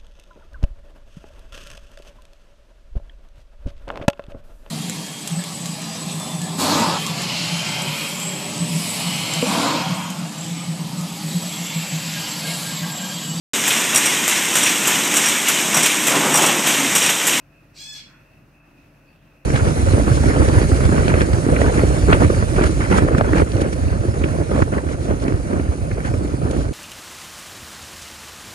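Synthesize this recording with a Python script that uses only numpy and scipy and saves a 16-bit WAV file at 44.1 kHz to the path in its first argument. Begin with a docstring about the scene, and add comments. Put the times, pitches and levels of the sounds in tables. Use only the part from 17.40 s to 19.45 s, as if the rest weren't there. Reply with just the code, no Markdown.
"""A pet fox squawks

Stroked on a furry blanket in a small room, a fox gives one close, raspy squawk. Turbulent breath opens
it as a hiss, vibrating vocal folds carry a high arch of pitch, and the rasp returns; throat and mouth
resonances shape both. A soft puff and a thin sniff follow, and the walls reflect each sound.
Behind it a machine hums with a faint, unsteady whirr."""
import sys
import numpy as np
from scipy import signal
from scipy.fft import rfft, irfft
from scipy.io import wavfile

SR = 44100
rng = np.random.default_rng(int(sys.argv[2]) if len(sys.argv) > 2 else 0)


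def dump(signal):
    """Clip the signal to [-1, 1] and save it as 16-bit WAV at the path in sys.argv[1]."""
    limited = np.clip(np.atleast_2d(signal).T, -1, 1)
    pcm = np.round(limited * 32767).astype(np.int16)
    wavfile.write(sys.argv[1], SR, pcm)


N = 90404
T, HZ = np.arange(N) / SR, np.fft.rfftfreq(N, 1 / SR)


def amp(db):
    """Amplitude ratio of a level in decibels."""
    return 10 ** (np.asarray(db) / 20)


def unit(x):
    """Normalisation to rms 1."""
    return x / np.sqrt(np.mean(x ** 2) + 1e-20)


def curve(points, outside=None):
    """Linear interpolation in time; the ends hold unless an outside value is given."""
    return np.interp(T, *np.transpose(points), left=outside, right=outside)


def spectrum(points, hz=HZ):
    """Interpolation over log frequency."""
    f, value = np.transpose(points)
    return np.interp(np.log(hz + 1), np.log(f), value)


def colour(x, gain):
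    """Filtering by multiplication in the frequency domain."""
    return irfft(rfft(x) * gain, N)


def wander(hz):
    """Random modulation: noise low-passed at hz, rms 1."""
    return unit(colour(rng.standard_normal(N), (HZ > 0) / (1 + (HZ / hz) ** 4)))


def band(x, hz, octaves):
    """Gaussian band-pass in log frequency, scaled to rms 1."""
    return unit(colour(x, np.exp(-.5 * (np.log2((HZ + 1) / hz) / octaves) ** 2)))


def swell(noise, peak_s, length_s, db, hz, octaves):
    """Amplitude modulation of a noise band by one cosine arch."""
    envelope = np.cos(np.pi * np.clip((T - peak_s) / length_s, -.5, .5))
    return amp(db) * envelope * band(noise, hz, octaves)


def pan(points):
    """Interchannel level difference as left and right gains of mean 1."""
    sides = amp(np.outer([.5, -.5], spectrum(points)))
    return sides / sides.mean(0)


# Left-right coherence of the room's field: f/Hz, coherence/1
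COHERENCE = [(50, 1), (250, 0.91), (600, 0.63), (1200, 0.33), (2600, 0.65), (5000, 0.17), (12000, 0.15)]
def diffuse():
    """A diffuse field is only partly coherent between two points."""
    common, independent = rng.standard_normal((2, N))
    coherence = np.clip(spectrum(COHERENCE), -1, 1)
    right = colour(common, coherence) + colour(independent, np.sqrt(1 - coherence ** 2))
    return np.array([common, right])


# Spectral density of the room's air: f/Hz, relative level/dB
AIR_SPECTRUM = [(20, -20), (32, -24), (55, -7), (100, 0), (140, 0), (185, -6.5), (300, -4), (410, -13.5),
                (620, -11.5), (850, -16), (1500, -15), (2200, -20), (2750, -19.5), (3150, -29.5),
                (4500, -30), (6000, -30.5), (7200, -36.5), (9500, -36), (12000, -34), (16000, -36.5)]
def room_air():
    """Ambient noise: a diffuse field whose level drifts slightly."""
    noise = unit(colour(diffuse(), amp(spectrum(AIR_SPECTRUM))))
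    return amp(-55.5 + 1.06 * wander(hz=8.6)) * noise


# Hum partials: f/Hz, level/dB, rms frequency deviation/Hz
HUM_PARTIALS = [(42.5, -61.5, 3.6), (146.9, -61, 5.4), (211.4, -70, 9.2), (287.2, -65.5, 6.2),
                (560, -74, 15.29), (650.5, -73, 8.85)]
def machine_hum():
    """Random frequency modulation broadens each spectral line of the machine."""
    hum = np.zeros(N)
    for hz, db, deviation in HUM_PARTIALS:
        cycles = rng.random() + np.cumsum(hz + deviation * wander(hz=10.73)) / SR
        hum += amp(db) * np.sqrt(2) * np.cos(2 * np.pi * cycles)
    return hum


# Envelope of the whirr: t/s, level/dB
WHIRR_LEVEL = [(0, -62.5), (.1, -69.5), (.18, -57.5), (.28, -69.5), (.7, -65.5), (.93, -62.5),
               (1.03, -67.5), (1.1, -80), (1.15, -63.5), (1.39, -61.5), (1.5, -68.5), (1.6, -67.5),
               (1.74, -62), (1.8, -70), (2.04, -64)]
def machine_whirr():
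    """Narrow-band noise is heard as an unsteady pitch."""
    level_db = curve(WHIRR_LEVEL) + 1.5 * wander(hz=25)
    return amp(level_db) * band(diffuse(), hz=2585, octaves=.069)


# Soft low swells: peak t/s, duration/s, level/dB, centre f/Hz, width/octaves
LOW_SWELLS = [(0.243, 0.11, -59.5, 140, 0.63), (0.386, 0.071, -56, 214, 0.54),
              (0.676, 0.18, -57, 168.3, 0.67), (1.02, 0.16, -52.5, 138.5, 0.4),
              (1.003, 0.19, -61.5, 326, 0.18), (1.357, 0.13, -56, 286, 0.26),
              (1.78, 0.25, -57.5, 149, 0.19)]
def low_swells():
    """Low bands of diffuse noise each rise and fall once."""
    return sum(swell(diffuse(), *row) for row in LOW_SWELLS)


# Finger strokes: peak t/s, duration/s, level/dB, centre f/Hz, width/octaves
FUR_STROKES = [(1.26, 0.21, -62.5, 1080, 0.67), (1.417, 0.19, -73, 3900, 0.7)]
def stroking():
    """Friction of a finger on fur radiates broad bands of noise."""
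    return sum(swell(diffuse(), *row) for row in FUR_STROKES)


# Reverberation time: f/Hz, T60/s
DECAY_TIME = [(300, 0.91), (2500, 0.42), (4500, 0.35), (8000, 0.38), (15000, 0.083)]
# Colour of the reflected sound: f/Hz, gain/dB
REFLECTED_GAIN = [(1000, -7), (2400, -1.5), (3400, -2), (5500, -3.5), (7500, -10.5), (12000, 0)]
# Echoes from nearby surfaces: left delay/s, right delay/s, gain/dB
EARLY_ECHOES = [(.0058, .0058, -10), (.0082, .0083, -17), (.0099, .0104, -14.5), (0.0117, 0.013, -12)]
def reverberation(x):
    """Convolution with early echoes and a sparse tail that decays exponentially in each band."""
    taps_per_s, onset_s = 5000, .009
    taps = rng.choice([-1., 1.], (2, N))
    taps *= (rng.random((2, N)) < taps_per_s / SR) * (T > onset_s)
    hz, t, bands = signal.stft(taps, SR, nperseg=256)
    decay = amp(-60 * t / spectrum(DECAY_TIME, hz)[:, None])
    tail = signal.istft(bands * decay, SR, nperseg=256)[1]
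    tail /= np.linalg.norm(tail, axis=1, keepdims=True)
    early = sum(amp(db) * np.exp(-2j * np.pi * np.outer([left, right], HZ))
                for left, right, db in EARLY_ECHOES)
    reflected = colour(x, amp(spectrum(REFLECTED_GAIN)))
    return colour(reflected, early) + signal.fftconvolve(reflected[None], tail, axes=1)[:, :N]


# A puff, then faint sniffs: peak t/s, duration/s, level/dB, centre f/Hz, width/octaves
BREATHS = [(0.727, .17, -57.5, 1410, 0.44), (1.691, 0.075, -71.5, 4530, 0.058),
           (1.784, 0.32, -77, 3240, 0.2)]
def puff_and_sniffs():
    """Turbulence in the fox's breath makes brief bands of noise."""
    return sum(swell(rng.standard_normal(N), *row) for row in BREATHS)


# Throat and mouth response to the rasp: f/Hz, relative gain/dB
RASP_FORMANTS = [(400, -48), (1200, -14.5), (1900, -10), (2400, 1.5), (2950, -5.5), (3350, -5),
                 (3800, -1.5), (4400, 7), (5200, -1), (5700, 4), (6400, -9), (7600, -3), (8700, -6.5),
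                 (9600, -24.5), (11700, -16.5), (13600, -27), (15500, -30)]
def rasping_air(phase):
    """Turbulent flow, pulsed by the folds and rattling at random, excites the vocal tract."""
    pulses = 1 + .46 * np.cos(phase)
    air = rng.standard_normal(N) * pulses
    rattle_db = 1.5 * wander(hz=202)
    return unit(colour(air * amp(rattle_db), amp(spectrum(RASP_FORMANTS))))


# Throat and mouth response to the voice: f/Hz, relative gain/dB
VOICE_FORMANTS = [(850, -29), (1700, -15.5), (2550, -14), (3400, 0), (4250, -7), (5100, -5), (5950, -9),
                  (6800, -10), (7700, -10), (8550, -15), (9600, -37.5), (11900, -22.5), (13600, -38),
                  (15400, -30)]
def vocal_folds(phase):
    """Source and filter: the folds' harmonics, each shimmering by itself, pass the vocal tract."""
    harmonics = np.zeros(N)
    for k in range(1, 20):
        shimmer_db = 3 * wander(hz=61)
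        harmonics += amp(shimmer_db) * np.cos(k * phase + 2 * np.pi * rng.random())
    flutter_db = 1.6 * wander(hz=90)
    return unit(colour(harmonics, amp(spectrum(VOICE_FORMANTS)))) * amp(flutter_db)


def closing_mouth(x):
    """The closing jaws act as a low-pass filter at the end of the call."""
    shut_s, fade_db_per_s, cutoff_hz = .577, 350, 6550
    low = colour(x, 1 / (1 + (HZ / cutoff_hz) ** 10))
    return low + (x - low) * amp(-fade_db_per_s * np.maximum(T - shut_s, 0))


# Fundamental of the folds: t/s, f/Hz
CALL_PITCH = [(.34, 770.5), (.385, 805), (.405, 825.4), (.425, 838), (.445, 842), (.465, 856.7),
              (.495, 863), (.53, 852.6), (.555, 843.7), (.6, 817)]
# Envelope of the call: t/s, level/dB
CALL_LEVEL = [(.333, -79), (.35, -57), (.368, -47), (.395, -42.5), (.42, -37), (.47, -40.5), (.505, -39.5),
              (.538, -38.5), (.562, -40), (.585, -45), (.603, -45.5), (.63, -82)]
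# Balance of the call: t/s, rasp share/1 (0 all voice, 1 all rasp)
ROUGHNESS = [(.382, 0.73), (.405, 0.11), (.425, 0.31), (.455, 0), (.52, 0), (.545, 0.24), (.562, 0.38),
             (.582, 0.67)]
def squawk():
    """Phonation trades power with turbulence; pitch jitter grows with the share of rasp."""
    rough = curve(ROUGHNESS)
    jitter = .00658 + .0498 * rough ** 2
    pitch_hz = curve(CALL_PITCH) * (1 + jitter * wander(hz=149))
    phase = 2 * np.pi * np.cumsum(pitch_hz) / SR
    envelope = amp(curve(CALL_LEVEL, outside=-np.inf))
    envelope /= np.hypot(rough, 1 - rough)  # equal-power crossfade
    voice = amp(-1.8) * envelope * (1 - rough) * vocal_folds(phase)
    rasp = amp(.4) * envelope * rough * rasping_air(phase)
    return closing_mouth(voice), closing_mouth(rasp)


# Direction of the background: f/Hz, left minus right level/dB
BACKGROUND_BALANCE = [(150, 0), (380, 0), (700, 6.5), (1300, 2.5), (2000, -6), (2600, 1), (4400, -6),
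                      (6000, 6), (8100, 4), (12000, 1)]
# Direction of the fox: f/Hz, left minus right level/dB
FOX_BALANCE = [(1700, -1), (2600, 0), (3400, -1), (5100, -2.5), (6000, 3.5), (6800, 13), (8500, 13),
               (12000, 10), (15500, 12)]
def scene():
    """Superposition of the background, the fox and its reflections."""
    voice, rasp = squawk()
    breaths = puff_and_sniffs()
    reflections = reverberation(amp(2) * voice + amp(3) * rasp + breaths)
    fox = voice + rasp + breaths + reflections
    background = room_air() + machine_hum() + machine_whirr() + low_swells() + stroking()
    return colour(background, pan(BACKGROUND_BALANCE)) + colour(fox, pan(FOX_BALANCE))


def record(dry):
    """Band limiting by a linear-phase low-pass filter."""
    cutoff_hz = 15780
    lowpass = signal.firwin(511, cutoff_hz, window=("kaiser", 9), fs=SR)
    return signal.oaconvolve(dry, lowpass[None], "same")


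dry = scene()
out = record(dry)
dump(out)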